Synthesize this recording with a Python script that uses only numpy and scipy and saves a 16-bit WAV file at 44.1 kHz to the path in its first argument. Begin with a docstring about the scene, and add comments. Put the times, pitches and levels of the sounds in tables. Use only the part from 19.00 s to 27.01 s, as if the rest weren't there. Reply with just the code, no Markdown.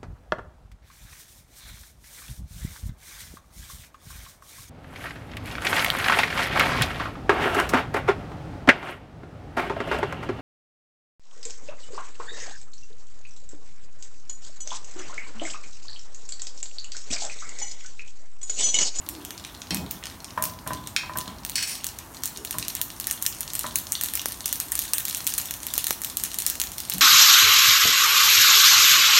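"""Seeds frying in hot oil

Mustard and cumin seeds burst in a tiled kitchen, ever more often: each snap is a step and decaying noise
through one resonance. Random ticks form the sizzle and crackle; large bubbles and oil drops pop and tap at set
times above them. The swirled pan knocks on its grate and steel clinks and scrapes: rough contact noise and
decaying modes. A lid set down booms on the worktop, something rubs softly, and the gas burner rumbles: filtered
noise."""
import sys
import numpy as np
from scipy import signal
from scipy.fft import rfft, irfft, next_fast_len
from scipy.io import wavfile
from scipy.ndimage import map_coordinates

SR = 44100
rng = np.random.default_rng(int(sys.argv[2]) if len(sys.argv) > 2 else 0)


def unload_audio(sound):
    """Save the sound as a 16-bit wav file, at the path given as the first command line argument."""
    columns = np.transpose(np.atleast_2d(sound))
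    # keep every value between -1 and 1, then stretch to whole-number steps
    steps = np.round(np.clip(columns, -1, 1) * 32767)
    wavfile.write(sys.argv[1], SR, steps.astype(np.int16))


N = 353196
TOP_HZ = 15900  # upper band limit
FLAME_DB = -45.5  # the gas flame burns evenly

# Levels are nominal: gains, scatter and filters named in the functions act on them.
# gas flame spectrum: frequency_hz, gain_db
FLAME_SPECTRUM = [(25, -34), (38, -4.5), (52, 2), (90, -0.5), (115, -2), (170, -5.5), (290, -4),
                  (460, -14.5), (650, -11), (1000, -8.5), (1500, -15), (3000, -27), (12000, -27)]
# growth of the frying: time_s, level_db
FRYING_LEVEL = [(0, -54), (2.4, -57.5), (3.2, -51.5), (4.0, -48), (4.9, -46), (6.2, -44), (8.0, -46)]
# foam spectrum: frequency_hz, gain_db
FOAM_SPECTRUM = [(400, -26), (1200, 5.5), (3000, 2), (6000, 9.5), (12000, 13.5), (15500, 6)]
# bands that the pan's bowl strengthens or cancels: frequency_hz, width_hz, gain_db
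BOWL_BANDS = [(1806, 60, 7.5), (2867, 37, 6), (4166, 49, 4.5), (4840, 800, -5), (7720, 620, -4),
              (10520, 580, -7)]
# soft low rubbing: middle_s, half_length_s, level_db, pitch_hz
RUBBINGS = [(.22, 0.15, -45.5, 317), (3.416, 0.047, -47.5, 377)]
# loudest bursting seeds: start_s, level_db (over 10 ms)
LOUD_SEEDS = [ (0.0891, -28), (0.25, -33), (0.307, -33.5), (0.3785, -36.5), (0.746, -25), (0.9111, -27.5),
              (1.056, -34), (1.245, -34), (1.4245, -22.5), (1.439, -22.5), (1.6755, -30.5), (1.7336, -32.5),
              (1.8731, -32.5), (2.173, -28), (2.1864, -26), (2.45, -28.5), (2.4968, -29.5), (2.754, -34),
              (2.8439, -26), (2.8675, -26.5), (2.988, -33.5), (3.236, -24.5), (3.2572, -24.5),
              (3.3735, -33.5), (3.4496, -30), (3.5094, -26), (3.5848, -24.5), (3.6827, -25),
              (3.7519, -25.5), (3.815, -21.5), (4.0, -27), (4.0704, -23.5), (4.1114, -21.5), (4.225, -23.5),
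              (4.2641, -18.5), (4.4074, -25.5), (4.478, -34.5), (4.5348, -28.5), (4.553, -24.5),
              (4.593, -23.5), (4.7576, -18), (4.9214, -20.5), (5.012, -24.5), (5.0365, -20.5),
              (5.1373, -26.5), (5.1539, -22), (5.2581, -23), (5.2854, -30), (5.4586, -21.5), (5.5278, -21),
              (5.6013, -22), (5.7199, -22), (5.754, -23.5), (5.7915, -20.5), (5.935, -16.5), (5.9826, -22),
              (6.0531, -24), (6.098, -29.5), (6.1478, -24), (6.268, -21.5), (6.2744, -22), (6.3389, -25),
              (6.3801, -23), (6.3842, -22), (6.5095, -26.5), (6.6321, -32.5), (6.6677, -27),
              (6.7386, -23.5), (6.7795, -18.5), (6.8427, -23.5), (6.8686, -22), (6.9074, -21.5),
              (7.018, -28.5), (7.047, -24), (7.1708, -22), (7.2373, -21.5), (7.3434, -29), (7.3873, -21.5),
              (7.4215, -27), (7.465, -17.5), (7.5, -23), (7.6, -23), (7.616, -21), (7.7828, -30),
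              (7.803, -28.5), (7.8987, -22.5), (7.938, -26), (7.9829, -28)]
# the harder a seed bursts, the brighter its snap, up to a point: level_db, pitch_hz
SNAP_PITCH = [(-38, 4660), (-34.5, 5800), (-29, 9800), (-21.5, 9180)]
# snap spectrum: frequency_hz, gain_db
SNAP_SPECTRUM = [(300, -23), (900, -1.5), (1500, 1.5), (2200, 0), (3400, 0), (6200, -1.5), (9000, 0),
                 (12000, 0), (15500, 0)]
# largest oil bubbles, with a duller, pitched pop: start_s, level_db (over 10 ms)
LARGE_BUBBLES = [(0.4492, -35.5), (0.6185, -34.5), (1.038, -34.5), (1.069, -36), (2.2784, -36.5),
                 (3.6267, -30), (4.9528, -26), (5.195, -28.5), (6.1096, -31.5), (6.205, -34),
                 (6.3227, -32.5), (7.9208, -30.5)]
# things set down on the worktop: start_s, level_db
SET_DOWNS = [(0.707, -28.5), (0.799, -34.5), (7.938, -36.5), (7.975, -43)]
# worktop spectrum: frequency_hz, gain_db
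WORKTOP_SPECTRUM = [(40, -25), (75, 0.5), (120, -12), (168, 6), (215, -3), (290, -5.5), (450, -16.5),
                    (1000, -17), (2500, -43)]
# steel on steel: start_s, level_db, pitch_hz, slide_s, ring_db
STEEL_CONTACTS = [(0.7072, -27, 3800, 0.0059, -1), (1.9635, -19, 3100, 0.018, -9.5),
                  (2.556, -21.5, 6150, 0.022, -5), (2.569, -20.5, 4100, 0.32, -7),
                  (2.626, -24.5, 7000, 0.027, -5.5), (2.675, -25.5, 9200, 0.19, -6)]
# modes of steel kitchenware: frequency_hz, level_db, t60_s
STEEL_MODES = [(2080, -6, 0.2), (2230, -2, 0.22), (2404, -7, .3), (2523, 0.5, 0.3), (3190, 1, 0.12),
               (3480, -5, 0.11), (3670, -6, 0.15), (4100, -3, 0.19), (4250, -1, 0.13), (4410, -0.5, 0.14),
               (4667, -9, 0.15), (4900, -12, .25), (5113, -1, 0.16), (5530, -1, 0.19), (6535, -9, .2),
               (7830, -0.5, 0.25), (8500, -1, .2), (9600, 3, .25), (12140, -5, .25), (13700, -1, .22),
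               (13990, -1, .22)]
# pan touching the grate: start_s, level_db, stove_thud_db (relative to level_db)
GRATE_KNOCKS = [(1.376, -21.5, -17.5), (1.42, -37, -5), (1.664, -30.5, -8), (1.706, -26.5, -11),
                (2.033, -35.5, -12), (2.095, -30.5, -13), (2.156, -28.5, -11), (2.274, -37, -1.5),
                (3.542, -33.5, -4.5), (3.793, -42.5, -9), (4.642, -25.5, -15.5)]
# modes of the frying pan: frequency_hz, level_db, t60_s
PAN_MODES = [(598, -9.5, 0.18), (634.4, -7, 0.19), (970, -3.5, 0.15), (1012, 0, 0.33), (1067, -14, 0.34),
             (1340, -14, 0.14), (1573, 1, 0.029), (1787, -7, 0.077), (1863, -13, 0.22)]
# stove spectrum: frequency_hz, gain_db
STOVE_SPECTRUM = [(40, -24), (75, 6.5), (125, 0), (172, 2), (260, -1.5), (450, -14), (1600, -20),
                  (2600, -27), (6000, -31)]
# oil drops landing close by: start_s, level_db (over 10 ms)
OIL_DROPS = [(5.2585, -29.5), (6.7798, -36), (6.9088, -27)]
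# oil drop spectrum: frequency_hz, gain_db
DROP_SPECTRUM = [(80, 3), (300, 7.5), (700, 8), (1700, 7), (3000, 4.5), (6000, -2), (15000, -34)]
# reverberation of the tiled kitchen: frequency_hz, t60_s
KITCHEN_DECAY = [(200, 1), (1500, 0.39), (5000, 0.32), (10000, 0.22), (15000, .28)]


def amp(db):
    """Level: decibels to amplitude ratio."""
    return 10 ** (np.asarray(db) / 20)


def unit(x):
    """Power normalisation: scale to rms 1."""
    return x / np.sqrt(np.mean(x ** 2) + 1e-20)


def burst(x):
    """Energy normalisation: scale a short sound to the energy of 10 ms at rms 1."""
    return x * np.sqrt(.01 * SR / (np.sum(x ** 2) + 1e-20))


def along(points, hz):
    """Logarithmic frequency: interpolate (Hz, value) points on a log axis."""
    f, v = np.transpose(points)
    return np.interp(np.log(hz + 1), np.log(f + 1), v)


def curve(rows):
    """Linear interpolation: read (s, value) rows at every sample."""
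    return np.interp(np.arange(N) / SR, *np.transpose(rows))


def fade(t, t60):
    """Exponential decay: a fall of 60 dB in t60 seconds."""
    return np.exp(-np.log(1000) * t / t60)


def add(track, s, x):
    """Superposition: mix x into the track at time s."""
    i = int(np.clip(round(s * SR), 0, N - 1))
    track[i:i + len(x)] += x[:N - i]


def colour(x, points, peaks=(), size=16384):
    """Minimum phase: a causal filter with the given spectrum plus narrower peaks and notches."""
    f = np.fft.rfftfreq(size, 1 / SR)
    shape_db = along(points, f)
    for hz, width, db in peaks:
        shape_db = shape_db + db / (1 + (2 * (f - hz) / width) ** 2)
    # folding the cepstrum onto positive times makes the response causal
    cepstrum = irfft(np.log(amp(shape_db)))
    cepstrum[1:size // 2] *= 2
    cepstrum[size // 2 + 1:] = 0
    response = irfft(np.exp(rfft(cepstrum)))
    return signal.fftconvolve(x, response)[:len(x)]


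def resonate(x, hz, q):
    """Resonance: a second-order band-pass centred on hz."""
    f = np.fft.rfftfreq(2 * len(x), 1 / SR)
    damping = 1j * f * hz / q
    return irfft(rfft(x, 2 * len(x)) * damping / (hz * hz - f * f + damping))[:len(x)]


def ring(modes, t, scatter_db):
    """Modal vibration: a sum of decaying sines, with new strengths and phases for every blow."""
    total = np.zeros(len(t))
    for hz, db, t60 in modes:
        strength = amp(db + scatter_db * rng.standard_normal())
        total += strength * fade(t, t60) * np.sin(2 * np.pi * (hz * t + rng.random()))
    return total


def kitchen(x, wet_db, direct=1, early=0.28, early_t60=0.019):
    """Reverberation: pan wall and tiles answer first, then the room decays, faster in the treble."""
    hz, t, z = signal.stft(rng.standard_normal(SR // 2), SR, nperseg=256)
    decaying = z * fade(t, along(KITCHEN_DECAY, hz)[:, None])
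    tail = signal.istft(decaying, SR, nperseg=256)[1]
    t = np.arange(len(tail)) / SR
    tail = tail * (1 + early * fade(t, early_t60) * rng.exponential(size=len(t)))
    tail = tail * (1 - fade(t, 0.0019))  # the echoes build up after the direct sound
    response = amp(wet_db) * tail / np.linalg.norm(tail)
    response[0] = direct
    return signal.fftconvolve(x, response)


def burner():
    """Turbulent combustion: the steady low rush of the gas flame is filtered noise."""
    noise = rng.standard_normal(N + SR)
    return amp(FLAME_DB) * unit(colour(noise, FLAME_SPECTRUM)[SR:])  # drop the filter's build-up


def sizzle(rate=1800, gain_db=0.5):
    """Shot noise: countless tiny ticks of the foam, rate per second, merge into a hiss."""
    ticks = (rng.random(N) < rate / SR) * rng.standard_normal(N)
    hiss = unit(kitchen(colour(ticks, FOAM_SPECTRUM, BOWL_BANDS), wet_db=-13)[:N])
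    return amp(curve(FRYING_LEVEL) + gain_db) * hiss


def snap(hz, steam=1, cycles=36, q_low=4, q_mid=1.0, q_high=0.9, step=2.4):
    """Impulsive excitation: a husk splits with a step and a spurt of steam; low pitches ring longer."""
    t = np.arange(512) / SR
    crack = steam * rng.standard_normal(len(t)) * fade(t, cycles / hz)
    crack[0] = step
    cutoff_hz = min(2 * hz, SR / 2 - 1000)
    crack = signal.lfilter(*signal.butter(2, cutoff_hz, fs=SR), crack)
    q = along([(3500, q_low), (6000, q_mid), (10500, q_high)], hz)
    return burst(resonate(crack, hz, q))


def crackle(rate=26, gain_db=3, spread_db=4, count=600):
    """Random events: small bubbles, about rate per second, louder and brighter as the frying grows."""
    out, frying_db = np.zeros(N), curve(FRYING_LEVEL)
    draws = np.c_[rng.random((count, 2)), rng.standard_normal((count, 2))]
    for when, chance, size, pitch in draws:
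        if chance >= rate * N / SR / count:
            continue
        db = frying_db[int(when * N)]
        hz = np.interp(db, [-54, -49], [4000, 7000]) * np.exp(.35 * pitch)
        tick = snap(np.clip(hz, 2000, 14000))
        add(out, when * N / SR, amp(db + gain_db + spread_db * min(size, 2)) * tick)
    return kitchen(colour(out, SNAP_SPECTRUM, BOWL_BANDS), wet_db=1.0)[:N]


def rubs():
    """Friction noise: something rubs softly, a low, narrow rush that swells and fades."""
    out, t = np.zeros(N), np.arange(N) / SR
    for middle, half, db, hz in RUBBINGS:
        rush = resonate(resonate(rng.standard_normal(N), hz, 2.9), hz, 2.9)
        out += amp(db) * np.exp(-((t - middle) / half) ** 2) * unit(rush)
    return out


def pitch_of(db, scatter=0.042):
    """Level-dependent spectrum: the pitch of a seed's snap follows its strength."""
    return np.interp(db, *np.transpose(SNAP_PITCH)) * np.exp(scatter * rng.standard_normal())


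def bursts(follow_share=.5, follow_s=.022, follow_db=-10, stray_rate=7, stray_db=12.5,
           scatter_db=2, count=100):
    """Triggered and random events: loud seeds, neighbours they set off, and strays as (s, dB)."""
    frying_db = curve(FRYING_LEVEL)
    neighbours, strays = [], []
    for (s, db), (chance, lag) in zip(LOUD_SEEDS, rng.random((len(LOUD_SEEDS), 2))):
        if chance < follow_share:
            neighbours.append((s + follow_s * (.5 + lag), db + follow_db))
    # strays, about stray_rate per second, go off as hard as the oil fries
    for k, (chance, lag, size) in enumerate(rng.random((count, 3))):
        if chance < stray_rate * N / SR / count:
            db = frying_db[k * N // count] + stray_db + scatter_db * (2 * size - 1)
            strays.append(((k + lag) / count * N / SR, db))
    return list(LOUD_SEEDS) + neighbours + strays


def seeds(wet_db=-3, nearness=0.059, rebound_db=-13):
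    """Direct and diffuse sound: each seed has its own echo, and its flying husk ticks on the pan."""
    out = np.zeros(N)
    for s, db in bursts():
        hz = pitch_of(db)
        # the loudest seeds burst nearest the listener, so they stand further above their echo
        direct_db = db + nearness * max(db + 27, 0)
        add(out, s, amp(direct_db) * snap(hz))
        # the room gathers the snap from all directions, which evens out its colour
        add(out, s, amp(db) * kitchen(snap(hz, steam=0.49), wet_db, direct=0))
        husk_db = db + rebound_db + 3.3 * rng.standard_normal()
        add(out, s + rng.uniform(.002, .008), amp(husk_db) * snap(hz))
    return colour(out, SNAP_SPECTRUM, BOWL_BANDS)


def bubbles(hz=4300, scatter=0.037, q=1.6, wet_db=-3):
    """Bubble resonance: large bubbles all pop near one pitch."""
    out = np.zeros(N)
    for s, db in LARGE_BUBBLES:
        pop = snap(hz * np.exp(scatter * rng.standard_normal()), q_low=q)
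        add(out, s, amp(db) * kitchen(pop, wet_db))
    return colour(out, SNAP_SPECTRUM, BOWL_BANDS)


def counter(gain_db=7):
    """Forced plate response: the worktop booms under a lid or pot as decaying, filtered noise."""
    out, t = np.zeros(N), np.arange(SR // 2) / SR
    for s, db in SET_DOWNS:
        boom = colour(rng.standard_normal(len(t)) * fade(t, 0.68), WORKTOP_SPECTRUM)
        add(out, s, amp(db + gain_db) * burst(boom))
    return out


def steel(contact_db=-1, rolloff_db=9, slip_db=7):
    """Stick-slip friction: rough steel contact catches and slips, and sets the modes ringing."""
    out, t = np.zeros(N), np.arange(SR // 2) / SR
    for s, db, hz, slide, ring_db in STEEL_CONTACTS:
        # the grip wanders between random values, 220 per second
        wander = map_coordinates(rng.standard_normal(256), [t * 220], mode="nearest")
        grip = amp(slip_db * np.tanh(wander))
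        envelope = fade(t, 2 * slide) * fade(np.maximum(t - .5 * slide, 0), slide)
        contact = rng.standard_normal(len(t)) * grip * envelope
        # the first touch is one hard blow; the modes nearest the contact's pitch wake most
        push = np.r_[14, contact]
        modes = [(f, level - rolloff_db * np.log2(f / hz) ** 2, t60) for f, level, t60 in STEEL_MODES]
        rung = signal.fftconvolve(push, ring(modes, t, scatter_db=0.5))[:len(t)]
        # crowded, quickly damped modes give the rasp its broad bands
        rasp = colour(contact, [(700, -16), (1600, 8), (8500, 5.5), (11000, 1.0)],
                      [(2320, 920, 6.0), (3740, 710, -5.5), (4470, 150, 12.5), (5550, 530, 8.0)])
        clink = amp(ring_db) * burst(rung) + amp(contact_db) * burst(resonate(rasp, hz, 0.78))
        add(out, s, amp(db) * kitchen(clink, wet_db=-3))
    return out


def pan(ring_db=-3.0, clack_db=-5, thud_db=6):
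    """Impact of coupled bodies: the swirled pan chatters and rings on the grate; the stove thuds."""
    out, t = np.zeros(N), np.arange(SR // 2) / SR
    clack_spectrum = [(150, -1), (600, -1.5), (1000, 21.5), (1750, 7.0), (2300, -0.5), (5000, -15)]
    for s, db, stove_db in GRATE_KNOCKS:
        chatter = rng.standard_normal(len(t)) * rng.exponential(size=len(t)) * fade(t, 0.096)
        clack = colour(chatter, clack_spectrum)
        thud = colour(rng.standard_normal(len(t)) * fade(t, 0.51), STOVE_SPECTRUM)
        knock = amp(ring_db) * burst(ring(PAN_MODES, t, scatter_db=1.5))
        knock = knock + amp(clack_db) * burst(clack) + amp(stove_db + thud_db) * burst(thud)
        add(out, s, amp(db) * kitchen(knock, wet_db=-8.0))
    return out


def spatter():
    """Near-field impact: flying drops tap close by, full and almost without echo."""
    out, t = np.zeros(N), np.arange(2048) / SR
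    for s, db in OIL_DROPS:
        tap = fade(t, 0.00024) + 0.0091 * rng.standard_normal(len(t)) * fade(t, 0.005)
        add(out, s, amp(db) * kitchen(burst(colour(tap, DROP_SPECTRUM)), wet_db=-21))
    return out


def scene():
    """Superposition: everything on and around the stove, in one channel."""
    frying = sizzle() + crackle() + seeds() + bubbles() + spatter()
    utensils = counter() + steel() + pan()
    return (burner() + rubs() + frying + utensils)[None]


def record(dry):
    """Saturation and band limiting: peaks round off near full scale, and nothing passes TOP_HZ."""
    held = dry / (1 + np.abs(dry) ** 6) ** (1 / 6)
    size = next_fast_len(N + SR // 2)
    passed = np.fft.rfftfreq(size, 1 / SR) < TOP_HZ
    return irfft(rfft(held, size) * passed, size)[..., :N]


dry = scene()
out = record(dry)
unload_audio(out)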